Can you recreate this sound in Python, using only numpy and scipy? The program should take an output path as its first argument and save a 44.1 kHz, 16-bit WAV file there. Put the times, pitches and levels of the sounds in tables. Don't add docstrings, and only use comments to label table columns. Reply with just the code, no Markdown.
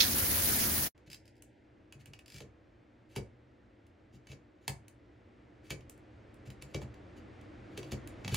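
import sys
import numpy as np
from scipy import signal
from scipy.fft import rfft, irfft, next_fast_len
from scipy.io import wavfile
from scipy.ndimage import uniform_filter1d

SR = 44100
rng = np.random.default_rng(int(sys.argv[2]) if len(sys.argv) > 2 else 0)


def inscribe(sig):
    pcm = np.round(np.clip(np.atleast_2d(sig).T, -1, 1) * 32767)
    wavfile.write(sys.argv[1], SR, pcm.astype(np.int16))


N = 368676
TIME = np.arange(N) / SR


def from_db(db):
    return 10 ** (np.asarray(db) / 20)


def rms_one(x):
    return x / np.sqrt(np.mean(x ** 2) + 1e-20)


def in_time(rows):
    return np.interp(TIME, *np.transpose(rows))


def at_hz(points, hz):
    points = np.array(points)
    return np.interp(np.log(np.maximum(hz, 1)), np.log(points[:, 0]), points[:, 1])


def high_pass(x, hz):
    return signal.sosfilt(signal.butter(2, hz, "high", fs=SR, output="sos"), x)


def colour(x, spectrum):
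    length = x.shape[-1]
    size = next_fast_len(length)
    hz = np.arange(size // 2 + 1) * SR / size
    shaped = irfft(rfft(x, size) * from_db(at_hz(spectrum, hz)), size)
    return rms_one(shaped[..., :length])


def diffuse(size, likeness):
    padded = next_fast_len(size)
    mid, side = rfft(rng.standard_normal((2, padded)))
    hz = np.arange(len(mid)) * SR / padded
    alike = np.clip(at_hz(likeness, hz), -1, 1)
    left_right = np.sqrt(1 + alike) * mid + np.sqrt(1 - alike) * side * [[1], [-1]]
    return rms_one(irfft(left_right, padded)[:, :size])


def resonate(x, resonances):
    total = 0
    for hz, width, db in resonances:
        without_highs = signal.sosfilt(signal.butter(2, 2 * hz, fs=SR, output="sos"), x)
        peak = signal.butter(1, [hz - width / 2, hz + width / 2], "band", fs=SR, output="sos")
        total = total + from_db(db) * rms_one(signal.sosfilt(peak, without_highs))
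    return total


def grains(size, per_s, spread_db):
    sizes = from_db(spread_db * np.minimum(rng.exponential(1, (2, size)), 4))
    hits = rng.random((2, size)) < per_s / SR
    return rms_one(hits * sizes * rng.choice([-1, 1], (2, size)))


def add(out, s, sound):
    start = max(round(s * SR), 0)
    out[:, start:start + sound.shape[-1]] += sound[..., :max(N - start, 0)]


def unit_blow(x):
    energy = np.mean(np.sum(x ** 2, axis=-1))
    return x / np.sqrt(energy / (SR / 100) + 1e-20)


def burst(spectrum, rise_s, decay_s, width):
    t = TIME[:SR // 5]
    mid, side = colour(rng.standard_normal((2, len(t))), spectrum)
    noise = mid + width * side * np.array([[1], [-1]])
    return unit_blow(noise * (1 - np.exp(-t / rise_s)) * np.exp(-t / decay_s))


def ring(modes, scatter_db, phase_spread, detune):
    t = TIME[:SR // 5]
    total = 0
    for hz, db, t60 in modes:
        decay = from_db(db + scatter_db * rng.normal() - 60 * t / t60) * rng.choice([-1, 1])
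        pitch_hz = hz * (1 + detune * rng.normal())
        phases = phase_spread * rng.normal(size=(2, 1))
        total = total + decay * np.sin(2 * np.pi * pitch_hz * t + phases)
    return unit_blow(total)


# frequency in Hz, left-right likeness from 0 to 1.
ROOM_LIKENESS = [(60, 1), (130, 0.96), (290, .83), (640, 0.41), (1400, 0.32), (3100, 0.44), (7000, 0.16),
                 (15000, .05)]


def patter(size, mist, patchy_db):
    drops = grains(size, per_s=3000, spread_db=0.5)
    spectrum = rfft(drops + mist * diffuse(size, ROOM_LIKENESS))
    hz = np.arange(size // 2 + 1) * SR / size
    band = np.round(np.log2(np.maximum(hz, 100)) * 2)
    total = 0
    for k in np.unique(band):
        smoothed = uniform_filter1d(rng.standard_normal(size), size=900)
        flurry = rms_one(uniform_filter1d(smoothed, size=400))
        total = total + irfft(spectrum * (band == k), size) * from_db(patchy_db * flurry)
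    return total


# frequency in Hz, relative left level in dB, relative right level in dB.
SPRAY = [(300, -8.5, -6.5), (650, -10, -11.5), (1180, -14.5, -11), (1780, -13.5, -6.5), (2817, -12, -13.5),
         (4540, -19, -6.5), (6500, -11, -10), (8090, -15.5, -17), (9250, -14, -7), (9900, -10, -1.5),
         (11500, -10, -5.5), (13200, -0.5, -11.5), (14800, -6, -15.5), (15100, -1.5, -18.5)]
# frequency in Hz, width in Hz, relative level in dB.
TUB = [(93, 40, -2.5), (132, 37, -6), (182.6, 27, -6.5), (222.6, 21, -3.5), (280, 85, -9),
       (528.6, 7.7, -14.5)]
# time in seconds, level change in dB.
FLOW = [(0, 3.5), (.1, 2), (.3, 2.5), (.6, 3.5), (.87, 0.5)]
SHOWER_CUT_S = .873


def shower(hiss_db=-29.5, tub_db=-44):
    size = SR
    spray, hz = np.array(SPRAY), np.arange(size // 2 + 1) * SR / size
    gains = from_db([at_hz(spray[:, [0, 1]], hz), at_hz(spray[:, [0, 2]], hz)])
    hiss = irfft(rfft(patter(size, mist=.7, patchy_db=1.62)) * gains, size)
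    hiss = rms_one(high_pass(hiss, 300))
    tub_likeness = [(80, 1.0), (150, 1.0), (230, 0.57), (300, 0.64), (550, 0.25)]   # (Hz, likeness)
    tub = resonate(diffuse(2 * size, tub_likeness), TUB)[:, size:]
    out = np.zeros((2, N))
    add(out, 0, from_db(hiss_db) * hiss + from_db(tub_db) * tub)
    cut_db = 1400 * np.clip(TIME - SHOWER_CUT_S, 0, .1)
    return out * from_db(in_time(FLOW) - cut_db)


# frequency in Hz, time to fall 60 dB in seconds.
ROOM_T60 = [(80, .45), (210, 0.14), (560, 0.28), (1470, 0.24), (3880, 0.085), (8000, 0.24), (15000, 0.071)]


def bathroom(x, wet_db):
    t, tail = TIME[:SR // 2], 0
    edges = np.geomspace(40, 18000, 10)
    for low, high in zip(edges, edges[1:]):
        band_pass = signal.butter(2, [low, high], "band", fs=SR, output="sos")
        band = signal.sosfilt(band_pass, diffuse(len(t), ROOM_LIKENESS))
        tail = tail + band * from_db(-60 * t / at_hz(ROOM_T60, np.sqrt(low * high)))
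    tail = tail * np.clip(t / 0.0094, 0, 1)
    tail = tail / np.sqrt(np.sum(tail ** 2) / 2)
    return x + from_db(wet_db) * signal.fftconvolve(x, tail, axes=-1)[:, :N]


# start in seconds, relative level in dB.
CLACKS = [(.004, -1), (.007, -3.5), (.0095, -3.5), (0.0109, -5.5), (0.021, -9.5), (0.03, -11)]
# frequency in Hz, relative level in dB, time to fall 60 dB in seconds.
FITTING_MODES = [(1890, -5.5, .06), (2640, -7, 0.053), (3530, -1, 0.1), (3480, -6.5, 0.15),
                 (3892, -2.5, 0.095), (4140, 0, 0.097), (4180, -7, .13), (4180, -2.5, 0.091),
                 (4900, -6, .08), (5230, -4.5, 0.032), (5880, -5.5, 0.065), (6470, -3.5, .05)]


def fitting(crack_db=-23, ring_db=-29, pan_db=2.5):
    crack_spectrum = [(800, -27), (1800, -12.5), (3000, -5.5), (3900, -0.5), (6000, -2.5), (8000, -22.5)]
    out = np.zeros((2, N))
    for s, db in CLACKS:
        crack = burst(crack_spectrum, rise_s=0.00016, decay_s=.003, width=1.0)
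        rung = ring(FITTING_MODES, scatter_db=2, phase_spread=1.0, detune=0.018)
        add(out, s, from_db(crack_db + db) * crack + from_db(ring_db + db) * rung)
    return bathroom(out, wet_db=-5.0) * from_db([[-pan_db], [pan_db]])


HOLLOW_S, HOLLOW_HZ = (1.0, 1.15, 1.58, 1.7), (1000, 1350)


def hollowed(air):
    notch = signal.butter(2, HOLLOW_HZ, "bandstop", fs=SR, output="sos")
    notched = signal.sosfiltfilt(notch, air)
    return air + np.interp(TIME, HOLLOW_S, [0, 1, 1, 0]) * (notched - air)


# frequency in Hz, relative level per Hz in dB.
AIR = [(15, -56), (25, -19), (59, -1.5), (109, 1), (131, -3), (146, -20.5), (181, -6), (264, -10),
       (301, 1.5), (404, -13.5), (488, -8.5), (1030, -19.5), (2020, -21.5), (7680, -47), (15000, -66.5)]
# frequency in Hz, left-right likeness (negative is opposed, held within -1 to 1).
AIR_LIKENESS = [(60, 1), (120, 0.93), (240, 0.89), (480, 0.57), (950, -0.13), (1890, 0.77), (3770, 0.86),
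                (7520, 0.95), (15000, -1.3)]
# frequency in Hz, width in Hz, relative level in dB.
HUM = [(61, 3.4, -23.5), (121.4, 6.2, -10.5), (239.5, 3.3, -12), (300, 21, -10.5), (359, 27, -12.5)]
AIR_HEARD_S, AIR_DB = .947, -64
LEVEL_RISE_S, LEVEL_RISE_DB_PER_S = 4.735, 3.8


def ventilation(air_db=2, hum_db=0):
    air = from_db(air_db) * hollowed(colour(diffuse(N, AIR_LIKENESS), AIR))
    hum = from_db(hum_db) * resonate(rng.standard_normal(N), HUM)
    level_db = AIR_DB + LEVEL_RISE_DB_PER_S * np.maximum(TIME - LEVEL_RISE_S, 0)
    fade_in = np.clip((TIME - AIR_HEARD_S) / 0.0035, 0, 1)
    return (air + hum) * from_db(level_db) * fade_in


# frequency in Hz, relative level in dB.
BODY = [(250, -12), (480, -5.5), (800, 10.5), (1150, 6), (1450, -4), (1900, -14.5), (2800, -43),
        (8000, -70)]
# frequency in Hz, relative level in dB.
SHELL = [(900, -32), (1700, 0.5), (2300, -1.5), (2900, 1.5), (3900, 0), (4900, -3.5), (6800, -8),
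         (9000, -49), (14000, -44)]
# frequency in Hz, relative level in dB.
SNAP = [(3500, -20), (6000, -7), (7300, 0), (8600, -3), (10200, 0), (12500, -6), (14500, -6), (16000, -13)]


def clicks(touches, modes, contact_s, body_db, shell_db, ring_db, snap_db):
    out = np.zeros((2, N))
    for s, body, shell, snap in touches:
        hollow = burst(BODY, rise_s=0.083 * contact_s, decay_s=0.0045, width=0.6)
        crack = burst(SHELL, rise_s=0.95 * contact_s, decay_s=1.08 * contact_s, width=0.11)
        rung = ring(modes, scatter_db=0.5, phase_spread=0.23, detune=0.0069)
        bright = burst(SNAP, rise_s=0.22 * contact_s, decay_s=1.02 * contact_s, width=0.98)
        add(out, s, from_db(body + body_db) * hollow + from_db(shell + shell_db) * crack
            + from_db(shell + ring_db) * rung + from_db(snap + snap_db) * bright)
    return out


def rubs(strokes, modes, ring_db, crack_db, grit_db, count=3):
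    out = np.zeros((2, N))
    for start, end, db in strokes:
        size = max(round((end - start) * SR), SR // 100)
        swell = np.sin(np.linspace(0, np.pi, size))
        for _ in range(count):
            slips = grains(size, per_s=600, spread_db=0.5) * swell / np.sqrt(count)
            struck = ring(modes, scatter_db=-2.5, phase_spread=0.22, detune=0.012)
            rung = signal.fftconvolve(slips[:1], struck, axes=-1) / np.sqrt(SR / 100)
            crack, grit = colour(slips[:1], SHELL), colour(slips, SNAP)
            add(out, start, from_db(db + ring_db) * rung)
            add(out, start, from_db(db + crack_db) * crack + from_db(db + grit_db) * grit)
    return out


# frequency in Hz, relative level in dB, time to fall 60 dB in seconds.
HEAD_MODES = [(1740, -1.5, 0.02), (2276, 1.5, 0.056), (2660, 5.5, 0.026), (2695, -12, 0.042),
              (2962, 0, 0.031), (3300, -9, 0.037), (4585, 0.5, 0.023), (5800, -14, 0.03), (6430, 1, 0.016),
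              (7170, 2, 0.011)]
# start in seconds, shell ring in dB, snap in dB.
TAPS = [(0.9775, -71, -76), (1.4222, -65, -53), (1.924, -58, -56.5), (2.0575, -62, -55.5),
        (2.1344, -55.5, -60), (2.1906, -60.5, -60.5), (3.8667, -75, -74), (4.2704, -59.5, -65),
        (4.8814, -63.5, -55.5), (5.8073, -65, -72), (5.8959, -62, -49), (5.9768, -81, -69.5),
        (6.342, -80, -66.5), (6.5024, -56.5, -57.5), (6.6226, -53, -49), (6.9417, -63.5, -71),
        (7.412, -66, -69), (8.074, -57, -50)]
# thud time in seconds, rub length in seconds, rub in dB, wall thud in dB.
PUSHES = [(1.075, 0.028, -67.5, -54.5), (1.95, .02, -74, -51.5), (2.004, 0.038, -68.5, -62),
          (2.077, 0.02, -69, -51.5), (2.344, .07, -60, -47.5), (4.137, .055, -72.5, -50.5),
          (4.294, .05, -65, -46.5), (6.467, 0.038, -65.5, -41.5), (6.627, 0.024, -62, -49),
          (7.173, 0.042, -69, -56), (8.319, 0.052, -50.5, -29)]
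# blow time in seconds, hollow body in dB, shell ring in dB, snap in dB, grinding in dB,
# wall thud in dB, arm knock in dB.
SEATINGS = [(2.4045, -56, -53, -58, -66, -47, -47), (3.1618, -43.5, -45, -45, -51.5, -35, -36),
            (4.3167, -60, -55, -66, -63.5, -52, -51), (4.6789, -37, -37, -33.5, -59, -37, -45),
            (5.705, -48, -44, -42, -49.5, -41, -41.5), (6.7455, -46, -43, -51.5, -55, -35.5, -35),
            (6.8167, -49, -57.5, -65, -61.5, -39.5, -49), (7.7757, -51, -45.5, -48.5, -56.5, -47, -39.5),
            (7.8299, -56, -53.5, -66, -64, -49, -46.5), (7.9186, -48.5, -48.5, -50, -50, -34, -38),
            (8.2468, -50, -46, -69, -60, -37, -52), (8.2785, -45, -41, -46.5, -63, -36, -60),
            (8.3441, -41, -37.5, -31.5, -43, -41, -49)]
HEAD_CONTACT_S = 0.0022
TAP_BODY_DB = -7.5
PUSH_LEAD_S = 0.015
REBOUND_S, REBOUND_DB = 0.015, -13
APPROACH_S, APPROACH_DB = .075, -20.5
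GRIND_LEAD_S, GRIND_HOLD_S = .01, 0.026


def shower_head():
    touches = [(s, shell + TAP_BODY_DB, shell, snap) for s, shell, snap in TAPS]
    strokes = []
    for s, length, rub, _ in PUSHES:
        start = s - PUSH_LEAD_S
        strokes.append((start, start + length, rub))
    for s, body, shell, snap, grind, _, _ in SEATINGS:
        levels = np.array([body, shell, snap])
        touches += [(s, *levels), (s + REBOUND_S, *(levels + REBOUND_DB))]
        strokes.append((s - APPROACH_S, s, grind + APPROACH_DB))
        strokes.append((s - GRIND_LEAD_S, s + GRIND_HOLD_S, grind))
    return (clicks(touches, HEAD_MODES, HEAD_CONTACT_S, body_db=-4, shell_db=-3.0, ring_db=-3.5, snap_db=-4.5)
            + rubs(strokes, HEAD_MODES, ring_db=0.5, crack_db=-9, grit_db=-14))


# frequency in Hz, relative level in dB.
KNOCK = [(110, -16), (190, -12.5), (250, -2.5), (370, -0.5), (470, -3), (650, -11.5), (1000, -45.5),
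         (4000, -75)]
# frequency in Hz, relative level in dB, time to fall 60 dB in seconds.
WALL_MODES = [(65, -7, 0.46), (92.7, -4.5, 0.29), (116.6, 5.5, 0.17), (133.8, 4, 0.17), (190.7, -2.5, 0.18),
              (235.4, -11.5, 0.17)]


def thumps(loads, thud_db=2, knock_db=0, swell_s=0.0088):
    out = np.zeros((2, N))
    for s, thud, knock in loads:
        boom = ring(WALL_MODES, scatter_db=0.0, phase_spread=0.098, detune=0.041)
        boom = unit_blow(boom * (1 - np.exp(-TIME[:boom.shape[-1]] / swell_s)))
        arm = burst(KNOCK, rise_s=0.0011, decay_s=0.03, width=0.3)
        add(out, s, from_db(thud + thud_db) * boom + from_db(knock + knock_db) * arm)
    return bathroom(out, wet_db=-10.5)


ARM_LAG_S = 0.00317
PUSH_KNOCK_DB = -13


def shower_arm():
    seated = [(s + ARM_LAG_S, thud, knock) for s, *_, thud, knock in SEATINGS]
    pushed = [(s, thud, thud + PUSH_KNOCK_DB) for s, *_, thud in PUSHES]
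    return thumps(seated + pushed)


# start in seconds, end in seconds, ribs per second, first rib in dB, last rib in dB.
HOSE_SLIDES = [(1.1002, 1.147, 67, -51, -45.5), (1.2553, 1.295, 43, -66.5, -63),
               (1.354, 1.385, 80, -76, -76), (2.2596, 2.39, 48.5, -60.5, -51.5)]
# frequency in Hz, relative level in dB, time to fall 60 dB in seconds.
HOSE_MODES = [(2250, -5, .02), (2650, -3, .025), (3400, -7, .02), (4500, -5, .02), (4830, 0, .025),
              (5140, -1, .025), (7440, -8, .02)]
RIB_CONTACT_S = .0026
RIB_BODY_DB, RIB_SNAP_DB, RIB_RUB_DB = -21, -1, -10
RIB_SCATTER_DB, RIB_JITTER_S = -1.8, 0.00054


def hose():
    touches, strokes = [], []
    for start, end, ribs_per_s, first_db, last_db in HOSE_SLIDES:
        strokes.append((start, end, (first_db + last_db) / 2 + RIB_RUB_DB))
        for s in np.arange(start, end, 1 / ribs_per_s):
            db = np.interp(s, [start, end], [first_db, last_db]) + RIB_SCATTER_DB * rng.normal()
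            caught_s = s + RIB_JITTER_S * rng.normal()
            touches.append((caught_s, db + RIB_BODY_DB, db, db + RIB_SNAP_DB))
    return (clicks(touches, HOSE_MODES, RIB_CONTACT_S, body_db=-2, shell_db=-7.5, ring_db=-4.0, snap_db=-7.5)
            + rubs(strokes, HOSE_MODES, ring_db=-7, crack_db=-11, grit_db=-11))


# frequency in Hz, relative level in dB, time to fall 60 dB in seconds.
BRACKET_MODES = [(2550, -2, 0.046), (2850, 2, 0.033)]
BRACKET_EMPTY_S = (1.6, 2.3)


def pings(ping_db=0.5):
    out = np.zeros((2, N))
    for s, shell, _ in TAPS:
        if BRACKET_EMPTY_S[0] < s < BRACKET_EMPTY_S[1]:
            rung = ring(BRACKET_MODES, scatter_db=2.5, phase_spread=.15, detune=.004)
            add(out, s, from_db(shell + ping_db) * rung)
    return out


def scene():
    handling = bathroom(shower_head() + hose() + pings(), wet_db=-6.5)
    return shower() + fitting() + ventilation() + shower_arm() + handling


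CUTOFF_HZ = 15850


def record(dry):
    return signal.sosfilt(signal.ellip(12, .1, 80, CUTOFF_HZ, fs=SR, output="sos"), dry)


dry = scene()
out = record(dry)
inscribe(out)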